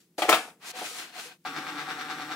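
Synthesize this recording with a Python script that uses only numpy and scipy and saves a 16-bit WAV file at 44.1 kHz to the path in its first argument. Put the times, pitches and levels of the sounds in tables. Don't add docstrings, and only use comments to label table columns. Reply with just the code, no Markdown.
import sys
import numpy as np
from scipy import signal
from scipy.fft import rfft, irfft, next_fast_len
from scipy.io import wavfile
from scipy.ndimage import uniform_filter1d

SR = 44100
rng = np.random.default_rng(int(sys.argv[2]) if len(sys.argv) > 2 else 0)


def pcm_store(signal):
    levels = np.round(np.clip(np.atleast_2d(signal), -1, 1) * 32767)
    wavfile.write(sys.argv[1], SR, levels.astype(np.int16).T)


N = 103635
T = np.arange(N) / SR

# (start [s], length [s], hiss [dB], rasp [dB], fall [dB/s])
SKIDS = [(0, 0.092, -59.5, -84, 197), (0.179, 0.33, -39.5, -40, 69.5), (0.786, 0.028, -56, -46.5, 202),
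         (0.983, 0.063, -59, -48.5, 206), (1.314, .015, -79, -64, 300)]
# (time [s], thud [dB], crack [dB], contact cut-off [Hz], flatness [0-1])
BLOWS = [(0.1818, -21, -52, 760, 0.18), (.192, -26, -46, 800, 0.7), (.2200, -19, -33.5, 3740, 0),
         (0.2324, -24, -47, 1170, 0), (.249, -27, -51.5, 1000, .1), (0.2839, -9.5, -36, 695, .2),
         (0.2908, -14, -18.5, 2860, 0.98), (.3190, -18.5, -31.5, 2520, 0.98),
         (.3270, -13, -27.5, 4620, 0.94), (0.3393, -24, -27, 2970, 0.86), (.477, -40.5, -70, 1200, 0.5),
         (.813, -29.5, -51, 1300, 0.06)]
# (level on edge [dB], level flat [dB], t60 [s])
SLED_HZ = [165, 328, 440, 531, 615, 660, 733, 845, 1056, 1158, 1324, 1940, 2522, 3081]
SLED_MODES = [(-34, -21.5, 0.19), (-2, -8, 0.15), (-5.5, -7.5, .16), (-4, -7, 0.16), (1, -6, 0.12),
              (-3.5, 1.5, .13), (5, -3, 0.17), (2, -9, 0.15), (-26, 6.5, 0.09), (-9, -1.5, 0.17),
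              (-22, 7.5, 0.13), (-1.5, -9.5, 0.092), (-20, -16.5, .15), (-13.5, -22, 0.06)]
# (frequency [Hz], level [dB])
BOARD = [(30, -25), (100, -24), (170, -16.5), (320, -7.5), (700, 0.5), (1000, -1.5), (1350, 0), (1800, -3),
         (3200, -4.5), (6000, -16.5), (16000, -6)]
CRACK = [(100, -30.5), (600, -2), (1300, 0.5), (2500, 0), (5000, 2.5), (9000, -2), (13000, -6), (16000, -4)]
# (time [s], hiss [dB], rasp [dB])
PUSHES = [(0.585, -100, -87), (0.599, -79, -66.5), (0.631, -60, -47.5), (0.671, -46.5, -43),
          (0.715, -45, -49), (0.721, -60, -55), (0.731, -68, -51), (0.773, -47, -40.5),
          (0.815, -48.5, -41.5), (0.857, -43.5, -39), (0.925, -47, -49), (0.999, -45, -44),
          (1.057, -55, -43.5), (1.117, -65.5, -54.5), (1.157, -55.5, -43), (1.199, -47, -39.5),
          (1.269, -51, -49.5), (1.325, -66, -54.5), (1.367, -71.5, -64), (1.383, -83.5, -81.5),
          (1.4, -77, -93.5)]
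# (frequency [Hz], level [dB])
HISS = [(300, -26.5), (1500, -6.5), (3000, -4), (4500, -1.5), (7000, -3), (10000, -6.5), (13000, -13),
        (16000, -16.5)]
RASP = [(60, -45), (150, -6), (320, 0), (560, -8), (760, 0), (1000, 0.5), (1450, 1.5), (2000, -1),
        (2600, -0.5), (4500, -5.5), (9000, -21.5)]
# (frequency [Hz], level [dB], t60 [s])
SLIDE_MODES = [(736.3, 1, 0.17), (1283, -4.5, .16), (1510, -2.5, 0.1), (1557, 0, .15), (2050, -4.5, 0.11),
               (2532, 0, .12), (4246, 0.5, 0.056)]
# (time [s], level [dB])
BUMPS = [(0.734, -43), (.908, -46), (1.252, -44.5)]
# (time of peak load [s], load [dB], time slack is taken up [s], knock [dB])
TURNS = [(1.471, -2, 1.4505, -33), (1.581, -1.5, 1.561, -46), (1.688, -2.5, 1.669, -42),
         (1.796, -0.9, 1.774, -41), (1.907, -1.3, 1.876, -37), (2.01, -0.7, 1.983, -39),
         (2.112, 0, 2.098, -34.5), (2.217, -2.5, 2.195, -34.5), (2.325, -1, 2.3, -38)]
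# (time [s], rate [Hz])
TOOTH_RATE = [(1.45, 157.8), (1.57, 170.6), (1.78, 159.6), (1.90, 162.9), (2.03, 146.4), (2.11, 151.2),
              (2.21, 143.5), (2.33, 168.7)]
# (frequency [Hz], level [dB])
TOOTH = [(100, -51.5), (300, -6.5), (600, -16), (850, -2), (1050, -5.5), (1450, 0.5), (1800, -1.5),
         (2500, -9), (3400, -21.5), (4200, -17), (5200, -34), (15000, -41)]
GRIND = [(500, -27), (1500, 3), (2600, -1.5), (3600, -1.5), (4300, -6.5), (5000, -4), (5800, -5.5),
         (7500, -14.5), (10000, -22.5), (15000, -23)]
RUMBLE = [(30, -24), (70, -26), (110, -10), (150, 3), (220, -8.5), (300, 6.5), (380, -7), (600, -17),
          (1500, -66)]
SHAFT = [(500, -25), (2500, 3), (4000, 1.5), (5000, -23), (8000, 0), (10000, -7.5), (15000, -10)]
# (frequency [Hz], level [dB], t60 [s])
GEAR_MODES = [(1428, 4.5, 0.02), (1870, 3, 0.017), (3475, -2, 0.014), (3810, 0.5, .015),
              (4260, -2.5, 0.022)]
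KNOCK_MODES = [(754, 0, 0.087), (853, -7.5, 0.15), (1168, -7, 0.2)]
HOUSING_MODES = [(301, -3.5, .12), (460.3, -11.5, .25), (759.6, 5.5, 0.13), (858, -2.5, 0.17),
                 (1142, 0, 0.39), (1200, 4.5, 0.073), (1314, -3, 0.099), (1448, -0.5, 0.15),
                 (1558, 1.5, 0.15), (1730, 2.5, 0.15), (1895, 1.5, 0.088)]
# (frequency [Hz], t60 [s])
ROOM_T60 = [(200, 0.55), (600, 0.3348), (1500, 0.31), (4000, 0.2845), (10000, 0.3955), (16000, 0.17)]
# (frequency [Hz], level [dB])
AIR = [(25, -12.5), (60, -3), (110, -6.5), (170, 6.5), (260, -8), (350, -3.5), (550, -17), (1500, -22),
       (5000, -22), (16000, -22.5)]
# (frequency [Hz], gain [dB])
WIDTH = [(100, -20), (350, -37), (700, -33), (1400, -7), (2500, 0), (6000, -3), (14000, 1)]
BALANCE = [(300, .1), (700, .5), (1400, 4), (2500, 5), (4500, 1.4), (12000, .6)]

CRANK_START_S = 1.4505


def amp(db):
    return 10 ** (np.asarray(db) / 20)


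def unit(x):
    return x / np.sqrt(np.mean(x ** 2))


def curve(rows, column=1):
    rows = np.array(rows)
    return np.interp(T, rows[:, 0], rows[:, column])


def at_hz(points, hz):
    points = np.array(points)
    return np.interp(np.log(np.maximum(hz, 1)), np.log(points[:, 0]), points[:, 1])


def colour(x, points):
    size = 2 * next_fast_len(N)
    cepstrum = irfft(np.log(amp(at_hz(points, np.fft.rfftfreq(size, 1 / SR)))))
    cepstrum[1:size // 2] *= 2
    cepstrum[size // 2 + 1:] = 0
    return irfft(rfft(x, size) * np.exp(rfft(cepstrum)))[..., :N]


def convolve(x, response):
    return signal.fftconvolve(x, response)[:N]


def noise(points):
    return unit(colour(rng.standard_normal(N), points))


def flutter(rate_hz):
    return unit(np.interp(T * rate_hz, np.arange(N), rng.standard_normal(N)))


def tap(start):
    return np.interp(np.arange(N) - start * SR, [-1, 0, 1], [0, 1, 0])


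def rise(start, length_s):
    return np.clip((T - start) / length_s, 0, 1)


def decay(start, t60):
    return (T >= start) * np.exp(-np.log(1000) * np.maximum(T - start, 0) / t60)


def ringing(modes):
    t = T[:SR // 2]
    return sum((-1) ** k * amp(db) * np.sin(2 * np.pi * hz * t) * np.exp(-np.log(1000) * t / t60)
               for k, (hz, db, t60) in enumerate(modes))


def stereo(mid, side):
    side = colour(side, WIDTH)
    return np.array([mid + side, mid - side])


def garage(x, room_db):
    centres = np.array(ROOM_T60)[:, 0]
    hz = np.fft.rfftfreq(2 * N, 1 / SR)
    white, tail = rfft(rng.standard_normal((2, 2 * N))), 0
    for share, (_, t60) in zip(np.eye(len(centres)), ROOM_T60):
        band = irfft(white * at_hz(np.c_[centres, share], hz))[:, :N]
        tail = tail + band * decay(0, t60)
    build_up = 1 - np.exp(-T / 0.0015)
    tail = unit(tail * build_up) * amp(room_db) / np.sqrt(N)
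    scatter = unit(rng.standard_normal(N) * decay(0, t60=0.014)) * amp(-1) / np.sqrt(N)
    return stereo(x + convolve(x, tail[0]), convolve(x, tail[1] + scatter))


def background():
    return amp(-63.5) * stereo(noise(AIR), noise(AIR))


def sled_skids():
    hiss, rasp = 0, 0
    for start, length, hiss_db, rasp_db, fall in SKIDS:
        fade = amp(-fall * np.maximum(T - start, 0))
        skid = rise(start, 0.0045) * (T < start + length) * fade
        hiss = hiss + amp(hiss_db) * skid
        rasp = rasp + amp(rasp_db) * skid
    return hiss, rasp


def sled_blows():
    board, crack, modes = 0, 0, 0
    for start, thud_db, crack_db, contact_hz, flat in BLOWS:
        contact = signal.butter(2, contact_hz, fs=SR)
        ring = ringing([(hz, edge_db + flat * (flat_db - edge_db), t60)
                        for hz, (edge_db, flat_db, t60) in zip(SLED_HZ, SLED_MODES)])
        struck = convolve(tap(start), ring) + 1e-18
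        modes = modes + amp(thud_db - 9.5) * signal.lfilter(*contact, struck)
        rattle = rng.standard_normal(N) * decay(start, t60=0.12) + 1e-18
        rattle_db = thud_db - 1.5 * (1 - flat)
        board = board + amp(rattle_db) * signal.lfilter(*contact, rattle)
        clap = rng.standard_normal(N) * rise(start, 0.0036) * decay(start, t60=0.1)
        crack = crack + amp(crack_db) * clap
    burst = sum(colour(x, spectrum) / np.linalg.norm(colour(tap(0), spectrum))
                for x, spectrum in ((board, BOARD), (crack, CRACK)))
    return garage(burst, room_db=-6) + garage(modes, room_db=-27)


def sled_slide():
    grain_db, wander_db = 3, 3.5
    skid_hiss, skid_rasp = sled_skids()
    hiss_level = amp(curve(PUSHES, 1) + 2.5) + skid_hiss
    rasp_level = amp(curve(PUSHES, 2) - 2.5 + 1.2 * flutter(rate_hz=45)) + skid_rasp
    mid_side = []
    for _ in range(2):
        catches = rng.standard_normal((2, N)) * amp(grain_db * rng.standard_normal((2, N)))
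        ring = sum(amp(wander_db * flutter(rate_hz=16)) * convolve(catches[1], ringing([mode]))
                   for mode in SLIDE_MODES)
        rasp = unit(colour(catches[0], RASP)) + amp(-4) * unit(ring)
        hiss = unit(colour(catches[1], HISS))
        mid_side.append(rasp_level * rasp + hiss_level * hiss)
    return stereo(*mid_side)


def sled_bumps():
    swell = sum(amp(db) * rise(start, 0.0071) * decay(start, t60=0.19) for start, db in BUMPS)
    pitch_hz = 492 * (1 + 0.037 * flutter(rate_hz=55))
    return swell * np.sin(2 * np.pi * np.cumsum(pitch_hz) / SR)


def tooth_impacts():
    jitter, scatter_db = 0.08, 1.4
    rate_hz, teeth, i = curve(TOOTH_RATE), np.zeros(N), int(CRANK_START_S * SR)
    for late, strength in rng.standard_normal((N // 100, 2)):
        if i < N:
            teeth[i] = amp(scatter_db * strength)
            i += int(SR / rate_hz[i] * np.exp(jitter * late))
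    return teeth


def binding(rise_s, fall_s):
    return sum(amp(db) * np.exp(-0.5 * ((T - peak) / np.where(T < peak, rise_s, fall_s)) ** 2)
               for peak, db, _, _ in TURNS)


def slack_knocks():
    strikes = sum(amp(db) * tap(start) for _, _, start, db in TURNS)
    return convolve(strikes, ringing(KNOCK_MODES) * rise(0, 0.002)[:SR // 2])


def crank():
    def level(x, db):
        return x * amp(db) / np.std(x[T >= CRANK_START_S])

    teeth = tooth_impacts()
    load = binding(rise_s=0.024, fall_s=0.013)
    pressure = binding(rise_s=0.015, fall_s=0.015)
    rub = convolve(teeth, np.exp(-T / 0.006)) * rng.standard_normal(N)
    clicks = level(colour(teeth * amp(11 * load), TOOTH), db=-43)
    gears = level(convolve(teeth * amp(15 * load), ringing(GEAR_MODES)), db=-46)
    grind = level(colour(rub * amp(11 * pressure), GRIND), db=-46.5)
    housing = level(convolve(teeth * amp(7 * load), ringing(HOUSING_MODES)), db=-42.5)
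    rumble = level(colour(rub * amp(load), RUMBLE), db=-46.5)
    shaft_hiss = amp(-55) * (T >= CRANK_START_S) * stereo(noise(SHAFT), noise(SHAFT))
    chatter = garage(clicks + gears + grind, room_db=-4)
    body = garage(housing + slack_knocks(), room_db=-14)
    return chatter + body + rumble + shaft_hiss


def suppress(x):
    split_hz, threshold_db, slope = 560, -54.5, 0.66
    low = signal.sosfiltfilt(signal.butter(3, split_hz, fs=SR, output="sos"), x)
    high = x - low
    power = uniform_filter1d(np.mean(high ** 2, axis=0), size=900)
    rms = np.sqrt(np.abs(power) + 1e-18)
    return low + high * np.minimum(rms / amp(threshold_db), 1) ** slope


def scene():
    return sled_blows() + sled_slide() + sled_bumps() + crank() + background()


def record(dry):
    low_cut_hz, top_hz = 186, 15700
    pair = [colour(x, [(hz, sign * db / 2) for hz, db in BALANCE])
            for x, sign in zip(suppress(dry), (1, -1))]
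    pair = signal.sosfilt(signal.butter(2, low_cut_hz, "high", fs=SR, output="sos"), pair)
    return signal.sosfilt(signal.ellip(10, 0.1, 80, top_hz, fs=SR, output="sos"), pair)


dry = scene()
out = record(dry)
pcm_store(out)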